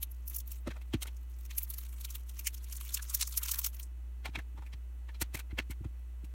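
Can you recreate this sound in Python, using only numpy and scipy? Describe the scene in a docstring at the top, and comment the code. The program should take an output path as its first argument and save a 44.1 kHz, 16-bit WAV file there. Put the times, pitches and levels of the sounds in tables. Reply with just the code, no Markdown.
"""At a table with a mat, hands tear shrink film off small batteries, press them into a plastic case,
fit the lid and lift a screwdriver. Film creases and rustle are noise bursts in four bands, with a ringing patch.
Knocks excite the modes of a hollow case, and thuds bend the table top with decaying sines.
Every click comes as a short smeared burst. A mains hum and a faint room hiss lie under it."""
import sys
import numpy as np
from scipy import signal
from scipy.fft import rfft, irfft
from scipy.io import wavfile
from scipy.ndimage import uniform_filter1d

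SR = 44100
rng = np.random.default_rng(int(sys.argv[2]) if len(sys.argv) > 2 else 0)


def field_ratio(decibels):
    """Amplitude ratio for a level in dB (20 dB per decade); scalars and array-likes work."""
    return 10 ** (np.asarray(decibels, dtype=float) / 20)


def to_wav(sig):
    """Store sig (one row per channel, or 1-D mono) as 16-bit WAV at the path in sys.argv[1].

    Samples outside -1..1 are clipped; the rate is SR.
    """
    pcm = np.clip(np.atleast_2d(sig), -1, 1) * 32767
    pcm = np.round(pcm).astype(np.int16)
    wavfile.write(sys.argv[1], SR, pcm.T)  # frames by channels


N = 279575
TIME = np.arange(N) / SR


def band(x, lo_hz, hi_hz, order=2):
    """Band-pass filtering: a Butterworth filter keeps the range between two edges."""
    return signal.sosfilt(signal.butter(order, [lo_hz, hi_hz], "bandpass", fs=SR, output="sos"), x)


def unit_band(x, lo_hz, hi_hz, order=2):
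    """Noise gain: the energy of the impulse response sets the scale, so unit white noise leaves with rms 1."""
    click = np.zeros(4096)
    click[0] = 1
    response = band(click, lo_hz, hi_hz, order)
    return band(x, lo_hz, hi_hz, order) / np.sqrt(np.sum(response ** 2))


def walk(rate_hz):
    """Slow random modulation: levels held for 1 / rate_hz are smoothed twice; spread 1."""
    hold = int(SR / rate_hz)
    x = np.repeat(rng.standard_normal(N // hold + 1), hold)
    x = uniform_filter1d(uniform_filter1d(x, hold), hold)[:N]
    return x / np.std(x)


def grit(rate_hz, spread_db):
    """Granular excitation: dense tiny impacts of uneven size make noise of wavering level; rms 1."""
    x = rng.standard_normal(N) * field_ratio(spread_db * walk(rate_hz))
    return x / np.std(x)


def bursts(times, dbs, lengths_ms, late_ms, skirt_db, skirt_ms):
    """Energy summation of smeared clicks: each has a rounded core on a wider skirt that starts before it."""
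    power, half = np.zeros(N), SR // 16
    for s, db, fall_ms in zip(times, dbs, lengths_ms):
        i = np.arange(max(int(s * SR) - half, 0), min(int(s * SR) + half, N))
        t_ms = (i / SR - s) * 1000 - late_ms
        width_ms = np.where(t_ms < 0, 2.5, max(fall_ms, 1))
        core = np.exp(-.5 * (t_ms / width_ms) ** 2)
        skirt = field_ratio(skirt_db) * np.exp(-.5 * (t_ms / skirt_ms) ** 2)
        power[i] += field_ratio(db) ** 2 * (core ** 2 + skirt ** 2)
    return np.sqrt(power)


def ring_each(push, times, pitches_hz, lows_hz, highs_hz, order):
    """Resonance: around each event the push passes a narrow band at that event's own pitch."""
    out = np.zeros(N)
    ends = (SR * np.r_[0, (times[1:] + times[:-1]) / 2, N / SR]).astype(int)  # halfway between events
    for a, b, lo, hi in zip(ends, ends[1:], lows_hz, highs_hz):
        out[a:b] = unit_band(push[a:b], lo, hi, order)
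    return out


# Film creases. Each row: time in seconds, sizzle level in dB before trims,
# snap level in dB relative to the sizzle, ring level in dB relative to the sizzle before trims.
FILM_CREASES = [(0.027, -23, -13.5, -15), (0.113, -43.5, -16, -33), (0.277, -31, -13, -40),
                (0.296, -32.5, -15, -31), (0.344, -33, -8, -29), (0.361, -27.5, -11.5, -29),
                (0.3835, -34.5, -5, -36), (0.4005, -36.5, -5.5, -16.5), (0.474, -42, -14, -32),
                (0.5154, -34, -7, -19), (1.166, -56.5, 3.5, -12), (1.5076, -50, 8, 10),
                (1.5801, -19, -12.5, -23), (1.63, -27, -16, -39), (1.701, -27, -14, -22.5),
                (1.737, -36, -1.5, -13), (1.7817, -32, -12, -13.5), (2.0084, -39.5, -4, -11),
                (2.046, -33.5, 1, -5.5), (2.103, -39.5, -3, -11), (2.151, -33, -5, -9.5),
                (2.291, -43.5, -2, -7), (2.391, -32.5, -5, -11), (2.4686, -21.5, -3, -6.5),
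                (2.542, -38, -3, -12), (2.64, -46.5, 2, -8), (2.724, -38, 1.5, -30), (2.765, -38, 2, -28),
                (2.89, -44.5, 2, 1), (2.942, -25.5, 1.5, -18.5), (2.97, -39, 4.5, 4),
                (2.992, -51.5, -4, 12.5), (3.023, -42, 6, -29), (3.0966, -36.5, 5, -12),
                (3.145, -19.5, -3, -19.5), (3.21, -27.5, 4, 2), (3.223, -40.5, 17, 13.5),
                (3.271, -34.5, -1, -24), (3.323, -47, 7.5, 2.5), (3.373, -20, -5.5, -15.5),
                (3.431, -26.5, -4, -13), (3.482, -33.5, 3, -0.5), (3.513, -21.5, -3, -14),
                (3.5873, -22.5, -8.5, -15.5), (3.6434, -23.5, 0, -5.5), (3.6623, -27, -2, -4),
                (3.747, -41, -18, -29), (3.829, -50.5, 9.5, -14)]
# Film rustle between creases. Each row: time in seconds, level in dB before trims.
FILM_RUSTLE = [(.1, -78), (.25, -72.5), (.33, -56.5), (.44, -78), (.54, -58.5), (.62, -78.5), (1.28, -75.5),
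               (1.4, -68), (1.65, -59.5), (1.95, -60), (2.15, -60.5), (2.24, -70.5), (2.44, -60),
               (2.6, -65), (2.68, -59.5), (2.73, -53.5), (3.03, -54), (3.065, -57), (3.11, -51.5),
               (3.3, -53.5), (3.57, -44), (3.72, -64), (3.82, -53), (3.9, -88)]
# Sizzle, snap, body and low body of the film. Each row: lower edge in Hz, upper edge in Hz.
FILM_RANGES = [(10500, 16300), (4800, 10500), (2200, 4800), (950, 2200)]
# Flat film between the fingers, as the grip shifts. Each row: time in seconds, pitch in Hz before scatter.
FILM_PATCH = [(.03, 3500), (1.5, 2170), (1.75, 5000), (2.47, 2260), (2.7, 5470), (2.97, 3400), (2.99, 1510),
              (3.2, 4900), (3.49, 3680), (3.65, 6000)]


def film():
    """Buckling: creases in thin stiff film snap in flurries; many smaller ones crackle at random in the gaps."""
    s, peak_db, snap_db, ring_db = np.transpose(FILM_CREASES)
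    patch_hz = np.interp(s, *np.transpose(FILM_PATCH))
    patch_hz = patch_hz * np.exp(0.091 * rng.standard_normal(len(s)))  # scatter as a share of the pitch

    def flurry(db):
        lengths_ms = np.full(len(s), 4.5)
        shape = bursts(s, db - 7.5, lengths_ms, late_ms=2.94, skirt_db=-13.0, skirt_ms=10.7)
        return grit(900, 1.02) * shape

    when, size, *tints = np.transpose(rng.random((640, 10)))
    when = when * N / SR
    rustle_points = np.transpose(FILM_RUSTLE)
    small_db = np.interp(when, *rustle_points) - 3.5 * np.log(size + .01)  # few large, many tiny
    rustle_db = np.interp(TIME, *rustle_points)

    out = np.zeros(N)
    crease_trims_db = (0, snap_db, ring_db - 3.5, ring_db - 11.0)
    rub_trims_db = (1, -1.5, -6, -11)
    tints = iter(tints)
    for (lo, hi), db, rub_db in zip(FILM_RANGES, crease_trims_db, rub_trims_db):
        middle = np.sqrt(lo * hi)
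        for low_hz, high_hz in [(lo, middle), (middle, hi)]:  # each half has its own shade
            shade_db = small_db + rub_db - 1 - 15 * next(tints)
            small = bursts(when, shade_db, np.full(len(when), 2), late_ms=0, skirt_db=-13, skirt_ms=8)
            finest = field_ratio(rustle_db + rub_db - 13 + 6.0 * walk(60))  # finest ticks run together
            rustle = grit(1000, 0.81) * np.hypot(small, finest)
            creases = flurry(peak_db + db - 3.0 + 2.1 * rng.standard_normal(len(s)))
            out += unit_band(creases + rustle, low_hz, high_hz, order=3)
    # the flat patch beside each crease rings at a pitch set by its size
    push = flurry(peak_db + ring_db)
    return out + ring_each(push, s, patch_hz, patch_hz / 1.16, patch_hz * 1.16, order=2)


# Knocks on the case. Each row: time in seconds, level in dB before trims,
# tick level in dB relative to that level before trims, pitch of the spot struck in Hz.
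CASE_KNOCKS = [(0.672, -32, -43, 560), (0.705, -40, -34, 1650), (0.76, -45.5, -31, 640),
               (0.813, -54, -4, 2600), (0.936, -32.5, -12.5, 3140), (1.021, -41, 11.5, 3200),
               (1.049, -49, -9, 1290), (1.07, -44, -0.5, 3010), (4.255, -30.5, -13, 2940),
               (4.27, -43.5, -30, 780), (4.354, -28.5, -33, 2510), (4.387, -39, -16, 1720),
               (4.576, -47, -28, 865), (4.622, -50.5, -17, 870), (4.662, -54, -5.5, 2370),
               (4.728, -48, -11, 3920), (5.086, -46.5, -21, 1750), (5.145, -49, -15, 3930),
               (5.215, -32.5, 8.5, 1990), (5.345, -35, 1, 1970), (5.367, -44.5, 1, 2400),
               (5.391, -40.5, -1.5, 2240), (5.506, -50, -23, 2000), (5.587, -23, -14, 2250),
               (5.707, -44.5, 2.5, 2300), (5.843, -51, -27, 770), (6.242, -61, 4.5, 2220)]
# Wall modes of the plastic case. Each row: pitch in Hz, level in dB before trims.
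CASE_MODES = [(900, -6.5), (1520, -1), (1760, -4.5), (2160, 2), (2350, 0), (2700, 0), (3200, -2.5),
              (4150, -2.5), (4900, -2)]


def case():
    """Modal excitation: batteries, springs and lid knock a hollow shell into wall modes, clack and tick."""
    s, peak_db, tick_db, spot_hz = np.transpose(CASE_KNOCKS)
    hard_db = -31
    # a hard knock is short; softer ones fall more slowly, up to 8.8 ms
    lengths_ms = np.minimum(5.16 + 0.5 * (hard_db - peak_db), 8.8)

    def blow(db):
        return bursts(s, db, lengths_ms, late_ms=2.7, skirt_db=-9.5, skirt_ms=8.1)

    contact = grit(600, 2.7)  # several contacts to a knock
    # the spot struck rings briefly
    out = ring_each(contact * blow(peak_db - 14), s, spot_hz, spot_hz - 60, spot_hz + 60, order=1)

    grip = rng.standard_normal((len(s), len(CASE_MODES)))  # the fingers damp other modes at every knock
    for k, (hz, db) in enumerate(CASE_MODES):
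        near_db = -7 * np.abs(np.log2(hz / spot_hz))  # the spot struck favours modes near its own pitch
        push = contact * blow(peak_db + db + near_db + 1.5 * grip[:, k] - 10)
        out = out + (-1) ** k * unit_band(push, hz / 1.04, hz * 1.04, order=1)

    # the part scrapes on into place
    slide_db = np.minimum(peak_db, hard_db) - 24
    slide = bursts(s, slide_db, np.full(len(s), 16), late_ms=11, skirt_db=-3, skirt_ms=18.3)
    out = out + unit_band(slide * grit(300, 3.5), 800, 4500)

    # many damped modes blur into a dull clack
    clack = contact * blow(peak_db - 11.5 - 1.32 * np.log2(spot_hz / 1500))
    tick = grit(500, 2.9) * blow(peak_db + tick_db - 6.0)
    return out + unit_band(clack, 170, 1100, order=1) + unit_band(tick, 3100, 15400)


# Thuds through the table top. Each row: start in seconds, level in dB before trims,
# board ring level in dB relative to the swing.
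TABLE_THUDS = [(0.671, -42, 5), (0.686, -44, -3.5), (0.938, -29, -0.5), (4.287, -46.5, -9),
               (4.372, -43.5, -3), (4.542, -54, -8), (4.584, -48.5, -8.5), (4.735, -48.5, -16),
               (5.213, -36, -8.5), (5.342, -41, -6.5), (5.525, -39.5, -8.5), (5.59, -49, -1),
               (5.696, -41, -8), (5.805, -38, -12.5), (5.849, -35, -9.5), (6.233, -62.5, 9.5)]


def table():
    """Damped bending: each push gives a low swing that sinks in pitch and a shorter board ring, both eased in."""
    out, t = np.zeros(N + SR), np.arange(SR // 5) / SR
    sag_s = 0.0307  # time constant of the sinking pitch
    rise = 1 - np.exp(-(t / 0.0036) ** 2)
    chances = rng.standard_normal((len(TABLE_THUDS), 2))
    for (s, db, ring_db), (swing_chance, ring_chance) in zip(TABLE_THUDS, chances):
        start_hz = 150 * (1 + 0.12 * swing_chance)
        cycles = start_hz * sag_s * (1 - np.exp(-t / sag_s))
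        swing = (1 - np.exp(-t / 0.007)) * np.sin(2 * np.pi * cycles) * np.exp(-t / 0.013)
        board_hz = 210 * (1 + 0.15 * ring_chance)
        ring = np.sin(2 * np.pi * board_hz * t) + np.sin(2 * np.pi * 310 * t)
        ring = ring * np.exp(-t / 0.0076)
        out[int(s * SR):][:len(t)] += field_ratio(db + 11.5) * rise * (swing + field_ratio(ring_db) * ring)
    return band(out[:N], 28, 2100, order=1)


# High overtones of the hum. Each row: frequency in Hz, level in dB rms.
HUM_OVERTONES = [(1981, -84.5), (2579, -84.5), (2934, -87)]


def hum():
    """Phase modulation: a mains tone wavers slightly in level and phase, with faint high overtones."""
    hum_hz, hum_db = 60, -42
    turn = 2 * np.pi * TIME
    out = field_ratio(hum_db + 0.38 * walk(14)) * np.sin(hum_hz * turn + 0.052 * walk(20))
    for hz, db in HUM_OVERTONES:
        out = out + field_ratio(db) * np.sin(hz * turn + 0.74 * walk(45))
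    return np.sqrt(2) * out  # peak of a sine over its rms


# Spectrum of the hiss. Each row: frequency in Hz, relative density in dB per Hz.
ROOM_SPECTRUM = [(45, -22), (95, -9), (160, -16), (320, -15.5), (450, -23), (1200, -26), (2800, -31.5),
                 (4000, -36), (16000, -36.5)]


def room():
    """Spectral shaping: white noise weighted by frequency makes steady room and microphone hiss."""
    hz = np.fft.rfftfreq(N, 1 / SR)
    point_hz, point_db = np.transpose(ROOM_SPECTRUM)
    gain = field_ratio(np.interp(np.log(hz + 1), np.log(point_hz), point_db))
    x = irfft(rfft(rng.standard_normal(N)) * gain, N)
    return x / np.std(x) * field_ratio(-66)  # dB rms


def scene():
    """Superposition: the pressures of all sources add at one microphone."""
    return (film() + case() + table() + hum() + room())[None]


# Dips from the microphone's housing. Each row: centre in Hz, width in Hz, gain at the centre in dB.
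HOUSING_DIPS = [(4980, 710, -7), (10650, 320, -10)]


def housing(x):
    """Cancellation: subtracting part of a band dips the response there, as the microphone's housing does."""
    for hz, width, db in HOUSING_DIPS:
        x = x - (1 - field_ratio(db)) * band(x, hz - width / 2, hz + width / 2, order=1)
    return x


def band_limit(x):
    """A steep low-pass at the top of the band."""
    return signal.sosfilt(signal.butter(12, 16300, fs=SR, output="sos"), x)


def record(dry):
    """Band limiting: the recorder cuts the top above 16100 Hz, and the microphone's housing dips two bands."""
    low_pass = signal.ellip(8, .2, 70, 16100, fs=SR, output="sos")
    mix = housing(signal.sosfilt(low_pass, dry))
    return band_limit(mix)


dry = scene()
out = record(dry)
to_wav(out)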